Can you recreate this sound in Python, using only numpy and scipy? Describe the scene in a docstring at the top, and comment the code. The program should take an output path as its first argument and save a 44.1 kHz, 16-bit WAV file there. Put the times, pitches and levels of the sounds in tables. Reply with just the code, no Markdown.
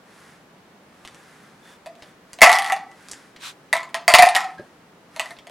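"""Dice dropped into a cardboard cup

Dice are gathered by hand from a cloth-covered table and dropped in two handfuls into a cardboard cup.
Each contact is a noise click that rings the cup as decaying sines; its air climbs in pitch as the hand lifts.
A sleeve brushes the cloth as grainy noise, a small room answers, and peaks past full scale clip hard."""
import sys
import numpy as np
from scipy import signal
from scipy.fft import rfft, irfft, next_fast_len
from scipy.io import wavfile
from scipy.ndimage import uniform_filter1d

SR = 44100
rng = np.random.default_rng(int(sys.argv[2]) if len(sys.argv) > 2 else 0)


def persist_wave(psi):
    """Save psi, clipped to +-1, as 16-bit WAV."""
    counts = np.round(np.clip(psi, -1, 1) * 32767).astype(np.int16)
    wavfile.write(sys.argv[1], SR, np.atleast_2d(counts).T)


N = 242842
TIME = np.arange(N) / SR  # s

# Steady room air, its spectrum: f/Hz, level/dB
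HUSH_SPECTRUM = [(15, -49), (25, -26), (59, -16.5), (133, -8), (156, -2), (276, -4), (342, -5.5),
                 (460, -6.5), (1010, -11.5), (1250, -12.5), (1820, -16), (3300, -23), (15800, -40)]
# Stereo width of the room air: f/Hz, side over mid/dB
HUSH_WIDTH = [(60, -14.5), (240, -17), (950, -4.5), (3770, -1.5), (15000, 1.5)]
# Decay of the room tail: f/Hz, t60/s
ROOM_DECAY = [(300, 0.1), (800, 0.42), (2000, 0.26), (5500, 0.3), (12000, 0.099)]
# Stereo width of the room tail: f/Hz, side over mid/dB
ROOM_WIDTH = [(500, -22.5), (2500, -31), (5000, -19), (12000, -5.5)]
# Sleeve strokes, cloth on cloth: middle t/s, length/s, level/dB
SLEEVE_STROKES = [(.23, 0.31, -52.5), (1.27, 0.62, -54), (1.7, 0.13, -52), (2.06, 0.16, -55.5),
                  (2.32, 0.093, -59), (3.12, 0.36, -51.5), (3.6, 0.295, -64), (4.65, 0.27, -63),
                  (5.24, 0.2, -46.5)]
# The hand wipes off the table: middle t/s, length/s, level/dB
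WIPE_STROKES = [(3.465, 0.093, -36)]
# A finger slides on the cup: middle t/s, length/s, level/dB
SQUEAK_STROKES = [(1.7, .14, -60), (2.07, .1, -66)]
# Colour of the sleeve strokes: f/Hz, level/dB
SLEEVE_SPECTRUM = [(410, -27), (700, -41.5), (747, 3.5), (873, -2), (1730, 4.5), (2950, -8), (3070, -7),
                   (10900, -13.5), (15500, -38)]
# Colour of the hand's wipe: f/Hz, level/dB
WIPE_SPECTRUM = [(410, -30), (700, -15), (993, -5.5), (1580, -1.5), (1710, -6.5), (3970, -2.5), (4350, -8),
                 (8880, -13), (15500, -30)]
# The cup is set down: t/s, rim level/dB, table level/dB
SET_DOWNS = [(4.578, -43, -62), (4.594, -68, -31.5)]
# Modes of the cup rim: f/Hz, level/dB, t60/s
RIM_MODES = [(1628, 11, 0.095), (1703, 4.5, .09), (1810, -1, .05)]
# Modes of the padded table: f/Hz, level/dB, t60/s
TABLE_MODES = [(123, -9, 0.1), (185.4, 0.5, 0.043), (380, 10, 0.03), (571, 13, 0.021)]
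# Dice touching in the hand: t/s, level/dB, dull part over it/dB (each part has a further fixed trim)
HAND_CONTACTS = [(1.0496, -35, -6), (1.0542, -32, -19.5), (1.075, -39, -4.5), (1.1455, -37.5, -14.5),
                 (1.953, -51, -6), (2.0225, -50, 5), (2.0243, -44.5, -6), (2.0314, -50.5, 1.5),
                 (2.3317, -24, -17.5), (2.915, -44.5, -14), (3.025, -48.5, -19), (3.085, -32.5, -14.5),
                 (3.0975, -36, -18), (3.1132, -21.5, -22.5), (3.1158, -23, -36), (3.133, -31.5, -13),
                 (3.362, -43, -4.5), (3.3645, -48.5, -0.5), (4.5501, -55.5, -4), (4.5825, -57, 3),
                 (4.5961, -55, 2), (5.1961, -22, -25), (5.3667, -55.5, 4), (5.3874, -46.5, 1)]
# Loose dice tumble on after a drop and settle: t/s, level/dB, t60/s
TUMBLES = [(2.44, -27, .7), (3.74, -37.5, .3), (3.95, -45, .2), (4.09, -30.5, .4), (4.19, -29, .5),
           (4.36, -39.5, .4)]
# Clear blows of dice on the cup or each other inside it: t/s, level/dB, air over it/dB
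CUP_BLOWS = [(1.86, -37, 3.5), (1.8652, -37.5, 8), (2.3875, -36, 3.5), (2.4082, -23.5, -6.5),
             (2.417, 5.5, -6.5), (2.4309, 2, -7), (2.4404, -4, 0), (2.4618, -12, -13.5),
             (2.4705, -15.5, 9.5), (2.4935, -14, -9), (2.4979, -17.5, -6.5), (2.5162, -13, -21),
             (2.5285, -11.5, -1.5), (2.5443, -22.5, 9), (2.5532, -15, -4.5), (2.5862, -15.5, -2),
             (2.5637, -22, -15), (2.5961, -24.5, -12), (2.7218, -15.5, 4.5), (2.7638, -32, 8.5),
             (3.7284, -13, -13.5), (3.7345, -23, 4), (3.7667, -23.5, -10.5), (3.831, -34, -6.5),
             (3.8916, -45.5, -6), (3.9438, -17.5, -7), (3.9508, -36, 0.5), (4.0796, -5, -4.5),
             (4.1009, -13.5, 3.5), (4.1177, -19, -18.5), (4.1385, 2, -5.5), (4.1498, 0, -7.5),
             (4.1856, -6, -3), (4.1897, -7.5, 4.5), (4.2231, -4, 0), (4.2288, -17, 10.5),
             (4.2518, -18.5, -11), (4.2606, -17.5, 4.5), (4.2699, -24, 14.5), (4.2885, -16.5, -13.5),
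             (4.3498, -14, -13.5), (4.354, -12, -1), (4.3636, -10.5, -5.5), (4.4056, -24, -17),
             (4.4437, -33.5, 6.5), (5.1624, -31, -5.5), (5.1956, -16, -8.5), (5.2109, -28.5, -15.5),
             (5.2576, -35.5, -1), (5.3071, -36, -6), (5.3246, -51.5, 9.5), (5.4695, -37, -0.5),
             (5.4964, -41.5, 6)]
# Resin on resin, colour of the click: f/Hz, level/dB
CLICK_SPECTRUM = [(1470, -45.5), (2500, -1), (2890, 1), (3510, 0.5), (4000, -1.5), (4560, 0), (5280, -6.5),
                  (10000, -7), (15800, -27.5)]
# Modes of the cup wall, before each blow shifts them: f/Hz, level/dB, t60/s
WALL_MODES = [(1736, -11, 0.017), (1855, 6, 0.031), (1979, 7.5, 0.042), (2082, 6.5, 0.018),
              (2151, 6.5, 0.024), (2356, 2.5, 0.034), (2517, 5, 0.016), (2670, -20.5, 0.042),
              (3406, -2.5, 0.02)]
# Modes of the cup base, before each blow shifts them: f/Hz, level/dB, t60/s
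BASE_MODES = [(470, -17, 0.017), (882, -1.5, 0.055), (943, -2, 0.029), (1016, 7.5, 0.025),
              (1155.6, 1, 0.04), (1303, 0.5, 0.038), (1380, -4.5, 0.016)]
# Air in the cup, two quick modes and a lingering one: multiple of the air pitch, level/dB, t60/s
AIR_MODES = [(1, 5.5, 0.068), (.94, -7.5, 0.066), (1.02, -22, .45)]
# The hand lifts off the mouth: t/s, length/s
HAND_LIFTS = [(2.378, .19), (4.04, .36)]

HUSH_DB = -52.5  # rms of its mid
TOP_HZ = 15900  # band limit
ENDS_DB, ARCH = 8.5, 2.6  # a stroke is this much weaker at its ends; larger arch, flatter top
SQUEAK_HZ = 3510  # centre of the squeak band
TICK_DB, WALL_DB, BASE_DB = 10.5, -10, -7.5  # parts of every cup blow, over its level
SPOT = .03  # spread of the share by which the struck spot shifts wall and base pitch
COVERED_HZ, OPEN_HZ = 672.6, 779  # air pitch under the hand and free
OPEN_S = .5  # how long the mouth stays free after a lift
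# One die rocks to rest, its gaps closing in on the last
ROCK_S, FIRST_GAP_S, LAST_GAP_S, QUICKEN = 2.6216, .023, .0086, .58  # QUICKEN: ratio per tap
ROCK_DB, ROCK_AIR_DB, ROCK_LOSS_DB = -21, -2.5, 2.4  # level of the first tap, air over it, loss a tap


def amp(db):
    """Gain of a level in dB."""
    return 10 ** (np.asarray(db) / 20)


def unit(x):
    """x at rms 1."""
    return x / np.sqrt(np.mean(x ** 2) + 1e-20)


def along(points, hz):
    """Read (f/Hz, value) points on a log frequency axis."""
    f, value = np.transpose(points)
    return np.interp(np.log(hz + 1), np.log(f + 1), value)


def filtered(x, response):
    """x times a response of frequency."""
    size = next_fast_len(x.shape[-1] + 4096)
    hz = np.fft.rfftfreq(size, 1 / SR)
    return irfft(rfft(x, size) * response(hz), size)[..., :x.shape[-1]]


def coloured(x, spectrum):
    """x shaped by (f/Hz, level/dB) points."""
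    return filtered(x, lambda hz: amp(along(spectrum, hz)))


def add(out, s, sound):
    """Mix a sound in at s seconds."""
    part = out[..., round(s * SR):][..., :sound.shape[-1]]
    part += sound[..., :part.shape[-1]]


def mix(*sounds):
    """Sum of sounds that start together."""
    out = np.zeros(max(map(len, sounds)))
    for sound in sounds:
        add(out, 0, sound)
    return out


def hush():
    """The steady air of the room: coloured noise, its side shaped again for width."""
    mid, side = coloured(rng.standard_normal((2, N)), HUSH_SPECTRUM)
    side = coloured(side, HUSH_WIDTH)
    return amp(HUSH_DB) * np.array([mid, side]) / np.std(mid)


def room(sound, wet_db):
    """Direct sound plus a fresh tail, as mid and side; each frequency dies at its own speed."""
    length = SR // 3
    hz, t, noise = signal.stft(rng.standard_normal((2, length)), SR, nperseg=256)
    late = amp(-60 * t / along(ROOM_DECAY, hz)[:, None])
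    early = amp(6.0 - 60 * t / 0.036)  # table and near walls answer first
    noise = noise * (late + early)
    noise[1] *= amp(along(ROOM_WIDTH, hz))[:, None]
    tail = signal.istft(noise, SR, nperseg=256)[1][:, :length]
    tail = tail * amp(wet_db) / np.linalg.norm(tail[0])
    tail = np.pad(tail, ((0, 0), (round(.0045 * SR), 0)))  # 4.5 ms before the room answers
    tail[:, 0] = 1, amp(-38.0)  # direct sound, almost all mid
    return signal.fftconvolve(sound[None], tail, axes=1)


def level(strokes):
    """Gain per sample of strokes that swell and fade."""
    return sum(amp(db - ENDS_DB * np.abs(2 * (TIME - s) / length) ** ARCH) for s, length, db in strokes)


def cloth(strokes, spectrum, grain_db, side_db):
    """Fibres catch and let go: noise in uneven grains."""
    unevenness = unit(uniform_filter1d(rng.standard_normal(N), size=40))
    grain = amp(grain_db * unevenness)
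    noise = coloured(grain * rng.standard_normal((2, N)), spectrum)
    return level(strokes) * unit(noise) * amp([[0], [side_db]])


def sleeve():
    """The sleeve brushes cloth on cloth, nearly in the centre."""
    return cloth(SLEEVE_STROKES, SLEEVE_SPECTRUM, grain_db=1.0, side_db=-21.5)


def wipe():
    """The hand wipes off the table, a wider stroke of grainy noise."""
    return cloth(WIPE_STROKES, WIPE_SPECTRUM, grain_db=1, side_db=-6.5)


def squeak():
    """A finger slides on the cup: grainy noise in a narrow band."""
    band = [(SQUEAK_HZ - 450, -30), (SQUEAK_HZ, 0), (SQUEAK_HZ + 450, -30)]
    return cloth(SQUEAK_STROKES, band, grain_db=2.5, side_db=-14.5)


def ring(modes, attack, scatter_db, scale=1):
    """One blow on a set of modes, at new strengths and slightly new pitches; attack in s."""
    hz, db, t60 = np.transpose(modes)[:, :, None]
    t = np.arange(min(round(t60.max() * SR), SR // 3)) / SR
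    strength, detune = rng.standard_normal((2, len(modes), 1))
    pitch = hz * scale * (1 + 0.0151 * detune)
    decay = amp(db + scatter_db * strength - 60 * t / t60)
    waves = decay * np.sin(2 * np.pi * pitch * t)
    return waves.sum(0) * (1 - np.exp(-t / attack))


def click(t60, spectrum):
    """Two hard faces meet: one sharp spike amid a short chatter of noise."""
    t = np.arange(SR // 40) / SR
    spike_s = .001
    sound = amp(-5 - 60 * abs(t - spike_s) / t60) * rng.standard_normal(len(t))
    sound[round(spike_s * SR)] += 1.8
    return coloured(sound, spectrum)


def knock():
    """The rim pings, then the base meets the padded table."""
    out = np.zeros((2, N))
    for s, rim_db, table_db in SET_DOWNS:
        rim = amp(rim_db) * ring(RIM_MODES, attack=.006, scatter_db=0)
        table = amp(table_db) * ring(TABLE_MODES, attack=.004, scatter_db=1.5)
        add(out, s, room(mix(rim, table), wet_db=-3))
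    return out


def hand():
    """Fingers damp the dice: a click and a dull tick, no ring."""
    crisp_spectrum = [(2500, -23), (4800, 8.5), (8000, 11.0), (11000, 3.5), (15800, -23.5)]  # f/Hz, level/dB
    dull_spectrum = [(900, -3), (1700, -2.0), (3200, -1), (5000, -7), (9000, -32.5)]
    out = np.zeros((2, N))
    for s, db, dull_db in HAND_CONTACTS:
        crisp = amp(0.5) * click(t60=0.00047, spectrum=crisp_spectrum)
        dull = amp(dull_db + 19.5) * click(t60=0.021, spectrum=dull_spectrum)
        add(out, s, amp(db) * room(crisp + dull, wet_db=-3.5))
    return out


def air_hz(s):
    """The air column sings higher while its mouth is free."""
    free = sum(np.clip((s - lift) / length, 0, 1) * (s < lift + length + OPEN_S)
               for lift, length in HAND_LIFTS)
    return COVERED_HZ + (OPEN_HZ - COVERED_HZ) * free


def tumble():
    """Many light contacts at random moments, a few much stronger than the rest, ring the cup as they fade."""
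    out = np.zeros((2, N))
    t = np.arange(SR // 2) / SR
    for s, db, t60 in TUMBLES:
        strength = amp(3.94 * rng.exponential(size=len(t)))
        struck = rng.random(len(t)) < 350 / SR  # 350 contacts a second on average
        sign = rng.choice([-1, 1], len(t))
        taps = unit(strength * struck * sign) * amp(db - 60 * t / t60)
        wall = amp(-21) * ring(WALL_MODES, attack=0.00062, scatter_db=5)
        base = amp(-14) * ring(BASE_MODES, attack=0.0015, scatter_db=4)
        air = amp(-19) * ring(AIR_MODES, attack=0.009, scatter_db=1.1, scale=air_hz(s + 0.062))
        ticks = amp(5.0) * coloured(taps, CLICK_SPECTRUM)
        ringing = signal.fftconvolve(taps, mix(wall, base, air))
        add(out, s, room(mix(ticks, ringing), wet_db=-3.5))
    return out


def rocking(count=8):
    """Taps that come ever faster and weaker, as rows like those of the cup blows."""
    gaps = LAST_GAP_S + (FIRST_GAP_S - LAST_GAP_S) * QUICKEN ** np.arange(count)
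    times = ROCK_S + np.cumsum(gaps) - gaps
    return [(s, ROCK_DB - ROCK_LOSS_DB * n, ROCK_AIR_DB) for n, s in enumerate(times)]


def cup():
    """Each contact clicks, knocks wall and base, and sets the slower air column going."""
    out = np.zeros((2, N))
    for s, db, air_db in CUP_BLOWS + rocking():
        wall_spot, base_spot = 1 + SPOT * rng.standard_normal(2)
        wall = amp(WALL_DB) * ring(WALL_MODES, attack=0.00098, scatter_db=3.5, scale=wall_spot)
        base = amp(BASE_DB) * ring(BASE_MODES, attack=0.0022, scatter_db=3.0, scale=base_spot)
        air = amp(air_db) * ring(AIR_MODES, attack=0.0043, scatter_db=0.5, scale=air_hz(s))
        tick = amp(TICK_DB) * click(t60=.007, spectrum=CLICK_SPECTRUM)
        add(out, s, amp(db) * room(mix(tick, wall, base, air), wet_db=-3.0))
    return out


def scene():
    """Mid and side of all sources, turned into left and right."""
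    rubbing = sleeve() + wipe() + squeak()
    mid, side = hush() + rubbing + knock() + hand() + tumble() + cup()
    return np.array([mid + side, mid - side])


def record(dry):
    """The input clips hard at full scale; nothing is kept above the band limit."""
    return filtered(np.clip(dry, -1, 1), lambda hz: hz < TOP_HZ)


dry = scene()
out = record(dry)
persist_wave(out)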